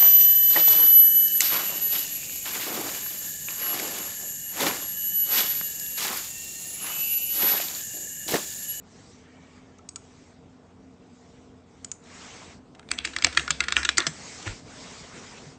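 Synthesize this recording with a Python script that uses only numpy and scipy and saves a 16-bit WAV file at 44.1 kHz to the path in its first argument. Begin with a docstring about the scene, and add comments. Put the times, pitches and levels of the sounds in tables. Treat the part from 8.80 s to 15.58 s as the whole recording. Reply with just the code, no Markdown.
"""Mouse clicks and fast typing at a desk

A quiet room, heard from close by: mouse clicks, then a fast burst on a plastic mechanical keyboard.
Clicks and keys are damped modes struck by short noise contacts, each with a diffuse room tail.
Sleeves and mouse rub the desk as shaped noise, with a thin whistle on one sweep; arms bump the desk as
low decaying sines. A computer fan hums as low noise plus wavering tones.
"""
import sys
import numpy as np
from scipy import signal
from scipy.fft import rfft, irfft, next_fast_len
from scipy.io import wavfile
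from scipy.ndimage import uniform_filter1d, map_coordinates

SR = 44100
rng = np.random.default_rng(int(sys.argv[2]) if len(sys.argv) > 2 else 0)


def to_wav(sig):
    """Store sig (one row per channel, or 1-D mono) as 16-bit WAV at the path in sys.argv[1].

    Samples outside -1..1 are clipped; the rate is SR.
    """
    pcm = np.clip(np.atleast_2d(sig), -1, 1) * 32767
    pcm = np.round(pcm).astype(np.int16)
    wavfile.write(sys.argv[1], SR, pcm.T)  # frames by channels


N = 298998
TIME = np.arange(N) / SR
LEAD = SR // 80  # samples of sliding before a contact


def amp(db):
    """Gain of a level in dB."""
    return 10 ** (np.asarray(db) / 20)


def unit(x):
    """x at rms 1."""
    return x / np.sqrt(np.mean(x ** 2) + 1e-20)


def along(points, hz):
    """Interpolates (Hz, value) points on a log frequency axis."""
    point_hz, values = np.transpose(points)
    return np.interp(np.log(hz + 1), np.log(point_hz + 1), values)


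def curves(rows):
    """One value per sample for each column after the time."""
    s, *columns = np.transpose(rows)
    return [np.interp(TIME, s, column) for column in columns]


def filtered(x, response):
    """x times a zero-phase response of frequency."""
    m = next_fast_len(N + SR // 2)
    spectrum = rfft(x, m) * response(np.fft.rfftfreq(m, 1 / SR))
    return irfft(spectrum, m)[..., :N]


def rush(spectrum, patchy_db):
    """Noise of rms 1 with time-frequency patches of random gain."""
    z = signal.stft(rng.standard_normal(N), nperseg=512)[2]
    field = uniform_filter1d(rng.standard_normal(z.shape), size=8, axis=0)
    field = uniform_filter1d(field, size=8, axis=1)
    x = signal.istft(z * amp(patchy_db * unit(field)), nperseg=512)[1][:N]
    return unit(filtered(x, lambda hz: amp(along(spectrum, hz))))


def ring(modes, scatter_db, detune, length_s=.1):
    """One blow on an object, peak 1: every mode at a new strength and slightly new pitch."""
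    t = np.arange(int(SR * length_s)) / SR
    draws = rng.standard_normal((len(modes), 2))
    x = np.zeros(len(t))
    for (hz, db, t60_s), (strength, pitch) in zip(modes, draws):
        decay = amp(db + scatter_db * strength - 60 * t / t60_s)
        x += decay * np.sin(2 * np.pi * hz * (1 + detune * pitch) * t)
    return x / np.abs(x).max()


def contact(x, decay_ms, low_hz, slide_db):
    """A faint slide, then a quick chatter of tiny impacts; a small object radiates no bass; peak kept."""
    t = np.arange(SR // 30) / SR
    blow = (1 - np.exp(-t / 0.00013)) * np.exp(-t / (max(decay_ms, .05) / 1000))
    shape = np.r_[amp(slide_db) * np.linspace(0, 1, LEAD), blow]
    force = shape * rng.standard_normal(len(shape))
    struck = signal.fftconvolve(x, force)[:len(x)]
    y = signal.sosfilt(signal.butter(4, low_hz, "high", fs=SR, output="sos"), struck)
    return y * np.abs(x).max() / np.abs(y).max()


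def add(track, s, x):
    """Mixes x into the track so that its contact, LEAD samples in, falls at s seconds."""
    part = track[round(s * SR) - LEAD:][:len(x)]
    part += x[:len(part)]


def room(x):
    """A fresh diffuse tail, 5 ms late; each frequency dies at its own speed."""
    # Decay of the room. Each row: frequency in Hz, t60 in s.
    room_t60 = [(200, 0.29), (1500, 0.35), (4000, 0.22), (9000, 0.35)]
    hz, t, z = signal.stft(rng.standard_normal(SR // 4), SR, nperseg=256)
    decay = amp(-60 * t / along(room_t60, hz)[:, None])
    tail = signal.istft(z * decay, SR, nperseg=256)[1]
    return signal.fftconvolve(np.pad(x, (SR // 200, 0)), tail / np.linalg.norm(tail))


def arch(s, length_s):
    """Speed of a sweep, 0-1: swells and sinks as a sine arch to a power."""
    phase = np.clip((TIME - s) / length_s, 0, 1)
    return np.abs(np.sin(np.pi * phase)) ** 0.76


def fan():
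    """Low air noise with hum lines that waver in pitch and a little in level."""
    # Fan air colour. Each row: frequency in Hz, relative level in dB per Hz.
    air_spectrum = [(12, -66), (20, -45), (36, -12), (80, -5), (206, -3), (251, -3.5), (335, -11.5),
                    (401, -6.5), (431, -8), (464, -4.5), (526, -14.5), (677, -11.5), (1500, -25),
                    (1950, -70.5), (3300, -120)]
    # Fan air level. Each row: time in s, rms in dB.
    air_level = [(0, -54.5), (3, -54.5), (4.5, -50.5), (6.78, -49)]
    # Hum lines. Each row: frequency in Hz, width of the wander in Hz, mean rms level in dB.
    hum_lines = [(86.6, 1, -64.5), (155, 6.5, -72), (180.5, 3.3, -68), (254.3, 5.8, -59),
                 (302, 6.17, -67.5), (457, 9, -73.5)]
    out = amp(curves(air_level)[0]) * rush(air_spectrum, patchy_db=1.43)
    for hz, width_hz, db in hum_lines:
        knots = rng.standard_normal((2, N // 3000))  # read at 12 per second
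        drift, swell = (map_coordinates(k, [TIME * 12]) for k in knots)
        phase = 2 * np.pi * np.cumsum(hz + width_hz * drift) / SR
        out += np.sqrt(2) * amp(db + 2.04 * swell) * np.sin(phase)
    return out


def cloth():
    """Rubbing fabric: a fine hiss and a duller body, both following the speed of each sweep."""
    # Sleeve or mouse over the desk. Each row: start in s, length in s, hiss in dB, body in dB at top speed.
    sweeps = [(0.019, 0.45, -58.5, -61.5), (0.317, 0.71, -66.5, -61.5), (1.123, 0.48, -62, -64.5),
              (2.202, 0.55, -66, -69.5), (2.86, 0.32, -67.5, -65.5), (3.211, 0.59, -49.5, -48),
              (4.19, 0.76, -50.5, -53), (5.206, 0.65, -45, -49), (5.817, 0.5, -47.5, -48),
              (6.117, 0.68, -50.5, -49.5)]
    # Colour of the hiss. Each row: frequency in Hz, relative level in dB per Hz.
    hiss_spectrum = [(1180, -51), (2000, -9.5), (2720, -14.5), (3840, -9.5), (5060, -7), (7370, -8),
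                     (8180, -11.5), (8700, -14.5), (11300, -51), (19100, -120)]
    # Colour of the body. Each row: frequency in Hz, relative level in dB per Hz.
    body_spectrum = [(240, -17), (400, -7), (1050, -6), (1500, -7), (2040, -7), (3000, -11.5), (3900, -14),
                     (6600, -120)]
    rest_hiss_db, rest_body_db = -71.5, -67  # cloth never lies quite still
    body_growth = 1.13  # body follows speed more steeply than hiss
    hiss_power, body_power = amp(rest_hiss_db) ** 2, amp(rest_body_db) ** 2
    for s, length_s, hiss_db, body_db in sweeps:
        speed = arch(s, length_s)
        hiss_power = hiss_power + (amp(hiss_db) * speed) ** 2
        body_power = body_power + (amp(body_db) * speed ** body_growth) ** 2
    hiss = np.sqrt(hiss_power) * rush(hiss_spectrum, patchy_db=2.04)
    body = np.sqrt(body_power) * rush(body_spectrum, patchy_db=2.5)
    return hiss + body


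def whistle():
    """Sliding contact on one sweep: thin noise in two narrow bands."""
    # Colour of the whistle. Each row: frequency in Hz, relative level in dB per Hz.
    whistle_spectrum = [(1600, -37), (1850, -2), (2050, -21), (2300, -1), (2650, -40)]
    start_s, length_s, level_db = 0.33, 0.56, -65
    return amp(level_db) * arch(start_s, length_s) * rush(whistle_spectrum, patchy_db=0.5)


def arms():
    """Soft flesh excites only the desk's low boom, with a slow rise; cloth puffs where it lands."""
    # Palms and forearm bump the desk top. Each row: time in s, level before rise and decay in dB, boom in Hz.
    bumps = [(4.114, -39, 70.3), (4.444, -25.5, 84.4), (4.574, -32, 149), (4.7, -29.5, 157),
             (5.272, -26, 154), (5.667, -21.5, 100.5), (5.693, -27, 42.4), (6.663, -33, 147)]
    # Sleeve lands on the edge. Each row: time in s, level in dB, half length in s.
    scuffs = [(5.67, -33.5, 0.0086), (5.699, -39, 0.04), (6.376, -43.5, 0.024)]
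    puff_spectrum = [(100, -27.0), (300, 2), (1200, -9.5), (2300, -2.0), (4000, -11.5), (8600, -14.5)]
    out, t = np.zeros(N), np.arange(SR // 3) / SR
    for s, db, hz in bumps:
        envelope = amp(db - 60 * t / .14) * (1 - np.exp(-t / 0.0089))
        boom = envelope * np.sin(2 * np.pi * hz * t)
        add(out, s, np.pad(boom, (LEAD, 0)))
    puff = sum(amp(db) * np.exp(-np.abs((TIME - s) / half_s) ** 1.4) for s, db, half_s in scuffs)
    return out + puff * rush(puff_spectrum, patchy_db=1.5)


def mouse():
    """The switch snaps, its steel spring pings and the shell knocks."""
    # Mouse button pressed and released, plus two faint knocks at 0.985 and 3.238 s. Each row: time in s,
    # level in dB, shell knock in dB and spring ring in dB relative to the snap, spring in Hz.
    clicks = [(0.985, -51.5, 7, 1, 6400), (1.0892, -23, -40, -19.5, 8240),
              (1.1592, -20, -22.5, -15.5, 8000), (3.046, -25.5, -36, -13, 7000),
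              (3.1158, -28.5, -15.5, 9.5, 6970), (3.238, -50, -7, -8, 6780)]
    # Modes of the switch. Each row: frequency in Hz, relative level in dB, t60 in s.
    switch_modes = [(3960, -12, 0.026), (4700, -4, 0.029), (5570, 3, 0.027), (5880, -19, 0.024),
                    (6900, 18, 0.011), (8040, 25.5, 0.0085)]
    # Modes of the mouse shell. Each row: frequency in Hz, relative level in dB, t60 in s.
    shell_modes = [(1320, 4, 0.044), (2290, -3, 0.0122), (2720, -15, 0.011)]
    shell_lag_s = .005  # the shell knocks just after the snap
    room_db = -16
    out = np.zeros(N)
    for s, db, shell_db, spring_db, spring_hz in clicks:
        spring = ring([(spring_hz, 0, .012)], scatter_db=0, detune=0)
        snap = ring(switch_modes, scatter_db=2, detune=.01)
        shell = ring(shell_modes, scatter_db=2, detune=.02)
        shell = np.pad(shell, (round(shell_lag_s * SR), 0))[:len(shell)]
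        parts = snap + amp(spring_db) * spring + amp(shell_db) * shell
        click = amp(db) * contact(parts, decay_ms=2.27, low_hz=927, slide_db=-48.5)
        add(out, s, click)
        add(out, s, amp(room_db) * room(click))
    return out


def keyboard():
    """Each contact rings plate, case, key cap and desk in its own mix, and keeps the desk top swaying."""
    # Keys bottoming out, springing back or jolted. Each row: time in s, level in dB, case knock in dB and
    # cap tick in dB relative to the plate, contact decay in ms, rebound level in dB.
    keys = [(3.9492, -46, -10, -3.5, 3.9, -66), (3.995, -37, -4, -12, 0.97, -72),
            (4.029, -51, 4, -24, 2.4, -78), (4.0886, -34.5, -26, -9, 2, -67),
            (4.1083, -27.5, -14, -20.5, 0.51, -63), (4.115, -15.5, -33.5, 5, 1.2, -30),
            (4.1879, -13.5, -19, -7, 0.45, -51), (4.2491, -14.5, -28, -6, 0.44, -71.5),
            (4.2517, -22.5, -21, 9, 2.8, -26), (4.334, -34.5, -5.5, -7, 8.2, -64),
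            (4.364, -16.5, -6.5, -4.5, 2, -22.5), (4.4226, -21, -23, 0, 3, -75.5),
            (4.4376, -29.5, -6, -13.5, 2.9, -75.5), (4.4457, -3.5, -30, -0.5, 1.8, -18.5),
            (4.527, -30.5, -10.5, -6, 6.2, -28.5), (4.5734, -4.5, -2.5, -6.5, 2.4, -19),
            (4.6785, -24.5, 2.5, -8, 2.4, -68.5), (4.7054, -10.5, -14.5, -0.5, 3.45, -38.5),
            (4.8049, -9, -5, -5.5, 2.2, -34.5), (4.8385, -24, -7.5, -2.5, 4, -70),
            (4.8834, -15.5, -2.5, -6.5, 4.1, -27), (4.923, -12, -7.5, -3.5, 2.5, -48),
            (4.9668, -3, -6, -4.5, 0.7, -34), (5.0305, -20, -9, -8, 2.7, -72),
            (5.0494, -13, -10, -3, 4.5, -45), (5.0901, -6.5, -12.5, -9.5, 3, -37),
            (5.1715, -28, -30.5, 12.5, 11, -81), (5.1814, -13.5, -0.5, 10.5, 2.3, -16.5),
            (5.219, -26, -12.5, -14, 5.6, -73), (5.2666, -20.5, -9.5, 8, 5.7, -62),
            (5.628, -39.5, -25, 8, 0.8, -70), (5.6767, -24, -3.5, -17.5, 2.1, -65)]
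    # Wide keys slam into the desk. Each row: time in s, peak in dB.
    thuds = [(4.4456, -31), (4.4655, -29), (5.1819, -26.5), (5.204, -33.5), (5.2668, -28)]
    # Modes of the plate. Each row: frequency in Hz, relative level in dB, t60 in s.
    plate_modes = [(2358, -2.5, 0.02), (2727, 7, 0.0068), (2960, -12.5, 0.011), (3403, 6.5, 0.0074),
                   (3870, 0, 0.013), (4305, 5, 0.0042)]
    # Modes of the case. Each row: frequency in Hz, relative level in dB, t60 in s.
    case_modes = [(1406, 0, 0.074), (1762, 15, 0.01), (2100, 5.5, 0.02)]
    # Modes of a key cap. Each row: frequency in Hz, relative level in dB, t60 in s.
    cap_modes = [(4600, 2, 0.0048), (5240, 8.5, 0.0044), (6130, 7, 0.005), (6860, 2, 0.0066),
                 (7480, 6, 0.0045), (8400, -9.5, 0.0042)]
    # Modes of the desk top. Each row: frequency in Hz, relative level in dB, t60 in s.
    desk_modes = [(334, 4.5, 0.042), (517, 0.5, 0.026), (690, -2.5, 0.037), (900, -27, .03)]
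    silent_db = -55  # rebounds at or below this are skipped
    # the stem's second contact 22 ms later, usually softer: case dB, cap dB, decay ms
    rebound_s, rebound_mix = .022, (-9, -6, 1.7)
    thump_db, thump_growth = -33.5, 0.51  # desk thump of a 0 dB stroke, dB of thump per dB of stroke
    room_db = -8.5
    strokes = [row[:-1] for row in keys]
    strokes += [(s + rebound_s, db, *rebound_mix) for s, *_, db in keys if db > silent_db]
    out, pushes = np.zeros(N), np.zeros(N)
    for s, db, case_db, cap_db, decay_ms in strokes:
        parts = (plate_modes, case_modes, cap_modes, desk_modes)
        plate, case, cap, desk = (ring(part, scatter_db=3, detune=.03) for part in parts)
        plastic = plate + amp(case_db) * case + amp(cap_db) * cap
        stroke = amp(db) * contact(plastic, decay_ms, low_hz=1245, slide_db=-29.5)
        thump_gain = amp(thump_db + thump_growth * db)
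        thump = thump_gain * contact(desk, decay_ms=22.0, low_hz=226, slide_db=-27.5)
        add(out, s, stroke + thump)
        # the walls hear the key from many sides at once, so the tail keeps an even colour
        to_walls = contact(plastic, decay_ms=0.18, low_hz=1040, slide_db=-42.0)
        add(out, s, amp(db + room_db) * room(to_walls))
        pushes[round(s * SR)] = amp(db)
    for s, db in thuds:
        desk = ring(desk_modes, scatter_db=3, detune=.03)
        add(out, s, amp(db) * contact(desk, decay_ms=6.6, low_hz=222, slide_db=-13))
    t = np.arange(SR // 2) / SR
    sway_envelope = amp(-32.5 - 60 * t / 0.55) * (1 - np.exp(-t / 0.012))
    sway = sway_envelope * np.sin(2 * np.pi * 69 * t)
    return out + signal.fftconvolve(pushes, sway)[:N]


def scene():
    """All sources at the single microphone."""
    return (fan() + cloth() + whistle() + arms() + mouse() + keyboard())[None]


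def record(dry):
    """The loudest blows are rounded off; little is kept above the band limit but a steep skirt."""
    top_hz = 8650
    rounded = dry / (1 + np.abs(dry / .9) ** 5) ** (1 / 5)

    def response(hz):
        """Droop below the band limit, skirt of -10 dB per kHz above it."""
        droop = amp(-6 * np.clip((hz - 7800) / 900, 0, 2) ** 2)
        skirt = amp(-28.5 - 0.01 * np.abs(hz - top_hz))
        return np.where(hz < top_hz, droop, skirt)

    return filtered(rounded, response)


dry = scene()
out = record(dry)
to_wav(out)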